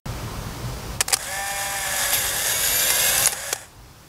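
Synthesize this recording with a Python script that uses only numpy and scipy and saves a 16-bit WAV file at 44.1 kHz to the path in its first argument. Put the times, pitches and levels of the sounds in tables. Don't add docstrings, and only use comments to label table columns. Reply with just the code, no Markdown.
import sys
import numpy as np
from scipy import signal
from scipy.fft import rfft, irfft
from scipy.io import wavfile
from scipy.ndimage import uniform_filter1d

SR = 44100
rng = np.random.default_rng(int(sys.argv[2]) if len(sys.argv) > 2 else 0)


def volts(x):
    e = np.asarray(x, float) / 20
    return 10 ** e


def transcribe(signal):
    frames = np.atleast_2d(signal).T
    limited = np.clip(frames, -1, 1)
    pcm = np.round(limited * 32767).astype(np.int16)
    wavfile.write(sys.argv[1], SR, pcm)


N = 180192
TIME = np.arange(N) / SR


def evened(x):
    return x / np.sqrt(np.mean(x ** 2) + 1e-20)


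def read(points, hz):
    f, value = np.transpose(points)
    return np.interp(np.log(hz + 1), np.log(f + 1), value)


def peaks_db(modes, hz, valley_db):
    peaks = sum(volts(2 * db) / (1 + (2 * (hz - f) / width) ** 2) for f, width, db in modes)
    return 10 * np.log10(peaks + volts(2 * valley_db))


def filtered(x, gain):
    return irfft(rfft(x) * gain(np.fft.rfftfreq(N, 1 / SR)), N)


def resonate(x, hz, width):
    turn = np.exp(2j * np.pi * hz * np.arange(len(x)) / SR)
    r = np.exp(-np.pi * width / SR)
    return 2 * (turn * signal.lfilter([1 - r], [1, -r], x / turn)).real


def noise(shape_db, patchy_db, size):
    frames, hz = 4 * N // size + 5, np.fft.rfftfreq(size, 1 / SR)
    real, imag, patches = rng.standard_normal((frames, len(hz), 3)).T
    patches = uniform_filter1d(patches, size=8, axis=0)
    patches = evened(uniform_filter1d(patches, size=10, axis=1))
    field_db = shape_db(hz[:, None], np.arange(frames) * size / 4 / SR)
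    field_db = field_db - 10 * np.log10(np.mean(volts(2 * field_db), axis=0))
    z = (real + 1j * imag) * volts(field_db + patchy_db * patches)
    return evened(signal.istft(z, nperseg=size, noverlap=size * 3 // 4)[1][:N])


def wander(hz, count):
    steps = rng.standard_normal((N // 64 + 2, count))
    smooth = signal.sosfiltfilt(signal.butter(2, hz, fs=SR / 64, output="sos"), steps, axis=0)
    return [np.interp(TIME, np.arange(len(c)) * 64 / SR, evened(c)) for c in smooth.T]


def traffic():
    # (f/Hz, level/dB per Hz)
    roar = [(12, -40), (27, -10), (41, -8), (65, -6), (95, -7), (150, -7.5), (228, -13.5), (399, -15.5),
            (678, -18.5), (1060, -17.5), (1760, -25), (3630, -28.5), (5080, -27), (8410, -33),
            (15700, -36.5)]
    # (f/Hz, width/Hz, level/dB over the roar)
    engines = [(52.6, 8.4, 8), (118.4, 5.5, 7.5)]
    # (t/s, level/dB, extra hiss/dB)
    course = [
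        (.057, -30.5, -2.5),
        (.96, -32, 1),
        (1.0, -36.5, -7),
        (1.1, -40, 10.5),
        (3.25, -36, 8),
        (3.3, -39.5, 21),
        (3.52, -47, 2),
        (4.09, -46, 7.5),
    ]
    s, level_db, hiss_db = np.transpose(course)

    def shape_db(hz, t):
        hiss = np.interp(t, s, hiss_db) * hz / (hz + 3000)
        return read(roar, hz) + peaks_db(engines, hz, 0) + hiss
    return volts(np.interp(TIME, s, level_db)) * noise(shape_db, 1.1, size=4096)


def snaps():
    # (t/s, peak level/dB, ring f/Hz)
    crisp = [(1.0057, 1, 7900), (1.0095, -1.5, 5000), (1.0828, -7.5, 7400), (1.1261, -5, 7700),
             (1.1305, 1, 7760), (1.1395, 3, 6000), (1.227, -17.5, 2120), (1.3234, -18, 1730),
             (2.9027, -0.5, 5760), (3.5292, -4.5, 3300), (3.273, -1, 2000)]
    catches = [(1.0125, -8.5, 2500), (1.0805, -16, 7400), (1.0977, -16, 9600), (1.1036, -12.5, 9500),
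               (1.1672, -13.5, 5700), (3.327, -13, 1660), (3.331, -10.5, 9200), (3.5269, -5.5, 6250),
               (3.5585, -19, 5630)]
    levers = [
        (.999, -32, 1100),
        (1.1157, -15.5, 2150),
    ]
    rollers = [(2.105, -8, 10200), (2.1525, -11, 11800), (2.4094, -15, 8770), (2.797, -4, 5970),
               (3.1785, 2, 9300), (3.1793, -4, 6100), (3.2574, 4, 6740), (3.258, 2, 10800),
               (3.2675, -0.5, 10000), (3.2704, 2, 11100), (3.321, -6, 10400)]
    grip = [
        (2.1306, -9.5, 11370),
    ]
    # (relative knock level/dB, t60/s, ring share/0-1)
    parts = [
        (-17, 0.026, 0.16),
        (-10.5, 0.029, 0.29),
        (-8, .025, 0.9),
        (-41, 0.013, 0.76),
        (-8, 0.096, 1),
    ]
    # (f/Hz, level/dB per Hz)
    crackle_colour = [(590, -35), (1000, -7.5), (1870, -4.5), (3750, -8.5), (4680, -2.5), (5310, -3.5),
                      (7530, -2.5), (11000, -4.5), (12500, -13.5), (16200, -43), (22000, -120)][:-2]
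    # (f/Hz, width/Hz, level/dB)
    hollow = [(488, 140, 3.5), (774, 66, 8), (1180, 146, -3)]
    out, t = np.zeros(N), np.arange(4096) / SR
    hz = np.fft.rfftfreq(len(t), 1 / SR)
    rise = 1 - np.exp(-t / 0.0005)
    for table, (knock_db, t60_s, share) in zip((crisp, catches, levers, rollers, grip), parts):
        decay = 0.38 * np.exp(-t / 0.001) + 0.78 * volts(-60 * t / t60_s) + volts(-28 - 60 * t / 0.1)
        for s, peak_db, ring_hz in table:
            burst = rng.standard_normal(len(t))
            crackle = evened(irfft(rfft(burst) * volts(read(crackle_colour, hz))))
            ring = evened(resonate(burst, ring_hz, 330))
            blow = burst * np.exp(-t / 0.0031)
            knock = sum(volts(db) * resonate(blow, f, width) for f, width, db in hollow)
            sound = 0.45 * ((1 - share) * crackle + share * ring) * rise * decay
            sound += volts(knock_db) * knock / abs(knock).max()
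            out[round(s * SR):][:len(t)] += volts(peak_db) * sound
    return out


def shaft_speed():
    # (t/s, shaft speed/turns per s)
    settled = [(1.147, 199), (1.703, 198.5), (1.85, 192), (2.128, 186), (2.129, 78), (2.24, 89),
               (2.36, 104), (2.457, 111.4), (2.67, 115.5), (3.057, 128.1), (3.21, 137.6), (3.31, 132),
               (3.311, 191), (3.53, 189), (3.56, 110)]
    inertia_s = 0.053
    keep = np.exp(-1 / (inertia_s * SR))
    return signal.lfilter([1 - keep], [1, -keep], np.interp(TIME, *np.transpose(settled), left=0))


def gear_hum(speed, turns, grip):
    orders = [3, 4, 5, 6, 8, 9, 10, 11, 12, 13, 17, 25, 29, 33, 40, 3.8, 4.34, 5.74, 11.26, 13.74, 22.46]
    free_db = [-5.5, -1.5, -7, -3.5, -7, 0, -9, -11.5, -9, -24, -16, -8, -9, -26, -42, -47, -46, -35, -21,
               -30, -43]
    loaded_db = [-17, -20, -9, -12, -8, -22, -17, -7.5, -5, -11, -1.5, -27, -32, -40, -32, -12.5, -6, -4,
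                 -10, -9, -10]
    # (f/Hz, width/Hz, level/dB)
    frame_modes = [(384, 33, -7), (538, 86, 0), (799.5, 22, 3.5), (998, 22, -2), (1090, 60, -4.5),
                   (1733, 120, 0), (2140, 78, 0.5), (2500, 240, -1), (2800, 92, 0), (5340, 2600, -4)]
    grid_hz = np.arange(0, SR / 2, 10)
    frame_db = peaks_db(frame_modes, grid_hz, -17.0) + 2
    drifts, shakes = wander(15.4, count=len(orders)), wander(85, count=len(orders))
    hum = np.zeros(N)
    for k, free, loaded, drift, shake in zip(orders, free_db, loaded_db, drifts, shakes):
        level = (1 - grip) * volts(free) + grip * volts(loaded)
        level = level * volts(np.interp(k * speed, grid_hz, frame_db))
        level = level * volts((1.2 + 1.9 * grip) * drift)
        slip_turns = (0.005 + 0.015 * grip + 0.0008 * k * (1 + 2 * grip)) * shake
        hum += level * np.sin(2 * np.pi * (k * turns + slip_turns + rng.random()))
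    return hum


def shell_rattle(turns, load_at):
    # (f/Hz, level/dB per Hz)
    free_tilt = [(150, -50), (250, -53), (497, -36.0), (586, 4), (713, -28), (786, 5.0), (896, -11),
                 (1750, -3.5), (3010, -14.5), (3370, -11.0), (4170, -19.0), (12500, -18), (16200, -41),
                 (22000, -120)][:-2]
    loaded_tilt = [(150, -15), (250, -2), (402, -32), (497, -0.5), (1390, -9), (1640, 2), (2430, -13.0),
                   (3660, 3.5), (4110, -9.0), (4760, 2.0), (5510, -3), (12500, -3), (16200, -20),
                   (22000, -120)][:-2]
    # (f/Hz, width/Hz, level/dB)
    free_casing = [(1760, 81, -6), (3430, 130, -6), (5000, 250, -0.5), (5820, 70, 3), (6840, 290, 4.5),
                   (8100, 1240, 2), (10130, 170, 5.5), (11400, 370, -7)]
    loaded_casing = [(563, 17, -17), (1630, 72, -3.5), (2150, 20, 2), (2786, 34, 13.5), (3770, 360, -2.5),
                     (4710, 250, -6), (5800, 90, 0.5), (6480, 53, 7), (7350, 100, 1.5), (8060, 33, -2.5),
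                     (9860, 200, 2), (10000, 330, -13.5), (11800, 870, 3), (11930, 600, -16)]

    def shape_db(hz, t):
        share = load_at(t)
        free = read(free_tilt, hz) + peaks_db(free_casing, hz, -11.0)
        loaded = read(loaded_tilt, hz) + 0.97 * peaks_db(loaded_casing, hz, -8.5)
        return (1 - share) * free + share * loaded
    throb = 1 + 0.079 * np.cos(2 * np.pi * turns)
    teeth_db = 0.95 * wander(154, count=1)[0] + 0.85 * wander(9.1, count=1)[0]
    return evened(noise(shape_db, 0.48, size=512) * throb * volts(teeth_db))


def motor():
    # (t/s, rattle level/dB, load/0-1)
    drive_course = [(1.199, -33, 0), (1.27, -31.5, 0.2), (1.4, -31.5, 0.29), (2.12, -23.5, .38),
                    (2.135, -18.5, 0.9), (2.17, -22.5, 0.78), (2.25, -25.5, 0.48), (2.7, -21.5, .8),
                    (3.25, -19, 0.73), (3.257, -31, .9), (3.285, -26.5, 1), (3.32, -32.5, 0.57),
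                    (3.35, -32.5, 0.03), (3.52, -31, 0.38), (3.545, -38.5, 0), (3.62, -40, 0),
                    (3.68, -51.5, 0)]
    s, rattle_db, load = np.transpose(drive_course)
    spin_up_end_s, coast_s, off_s = 1.5, 3.257, 3.53
    start_db_per_s, stop_db_per_s = 422, 230

    def load_at(t):
        return np.interp(t, s, load)
    speed = shaft_speed() * (1 + 0.0015 * wander(49.0, count=1)[0])
    turns, grip = np.cumsum(speed) / SR, load_at(TIME)
    effort_db = np.interp(TIME, s, rattle_db)
    hum_db = -32.5 + 0.094 * (effort_db + 31)
    hum_db = hum_db + 0.3551 * grip * np.minimum(speed - 122, 0)
    hum_db = hum_db + 0.3 * np.minimum(speed - 195, 0) * (TIME < spin_up_end_s)
    coast_db = effort_db - 8 - 10 * (TIME > off_s)
    hum_db = np.where(TIME < coast_s, hum_db, coast_db)
    ends_db = -start_db_per_s * np.maximum(s[0] - TIME, 0) - stop_db_per_s * np.maximum(TIME - s[-1], 0)
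    rattle = volts(effort_db) * shell_rattle(turns, load_at)
    return volts(ends_db) * (rattle + volts(hum_db) * gear_hum(speed, turns, grip))


def whine():
    multiples = [20, 60, 80, 100]
    # (f/Hz, width/Hz, level/dB)
    plate_modes = [(1920, 200, -38), (2280, 150, -42), (2720, 300, -37), (6500, 450, -33.5),
                   (7150, 450, -31), (7620, 200, -33), (9720, 280, -30), (10900, 400, -37),
                   (11680, 380, -30)]
    start_s, end_s, edge_s = 2.15, 3.25, 0.03
    stall_db_per_turn = 0.009
    speed, grid_hz = shaft_speed(), np.arange(0, SR / 2, 10)
    plate_db = peaks_db(plate_modes, grid_hz, -54)
    turns = np.cumsum(speed * (1 + 0.003 * wander(30, count=1)[0])) / SR
    out = np.zeros(N)
    for k, drift, shake in zip(multiples, wander(22, count=4), wander(190, count=4)):
        level_db = np.interp(k * speed, grid_hz, plate_db) + 3 * drift
        level_db = level_db + stall_db_per_turn * k * np.minimum(speed - 112, 0)
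        out += np.sqrt(2) * volts(level_db) * np.sin(2 * np.pi * (k * turns + 0.0017 * k * shake))
    return out * np.clip(np.minimum(TIME - start_s, end_s - TIME) / edge_s, 0, 1)


def scene():
    # (f/Hz, level/dB)
    top_shelf = [(12300, 0.5), (13200, 0), (13700, -6), (14100, -21), (14800, -11), (15700, -8)]

    def latch_gain(hz):
        low_cut = 1 + (370 / (hz + 1)) ** 6
        return volts(0.5 * read(top_shelf, hz)) / low_cut
    latches = filtered(snaps(), latch_gain)
    drive = filtered(motor() + whine(), lambda hz: volts(read(top_shelf, hz)))
    return np.tile(latches + drive + traffic(), (2, 1))


def top_cut(x):
    return signal.sosfilt(signal.butter(12, 16950, fs=SR, output="sos"), x)


def record(dry):
    # (from t/s, to t/s)
    wide_spells = [
        (.057, .135),
        (.21, .255),
        (.675, .72),
        (1.835, 1.88),
        (2.625, 2.67),
        (3.81, 3.855),
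    ]
    start_s, ceiling, edge_hz = 0.0568, 0.94, 15800
    started = TIME > start_s
    limited = dry[0] / (1 + (dry[0] / ceiling) ** 6) ** (1 / 6) * started
    mid = filtered(limited, lambda hz: np.clip((edge_hz - hz) / 150, 0.003, 1))
    treble = filtered(mid, lambda hz: hz > 5000)
    treble_rms = np.sqrt(abs(uniform_filter1d(treble ** 2, size=1024)))
    spell = uniform_filter1d(sum(1. * ((TIME > a) & (TIME < b)) for a, b in wide_spells), size=600)
    fill = evened(filtered(rng.standard_normal(N), lambda hz: (hz > 4800) & (hz < 12500)))
    side = volts(-13.5) * spell * fill * treble_rms * started
    return top_cut(np.array([mid + side, mid - side]))


dry = scene()
out = record(dry)
transcribe(out)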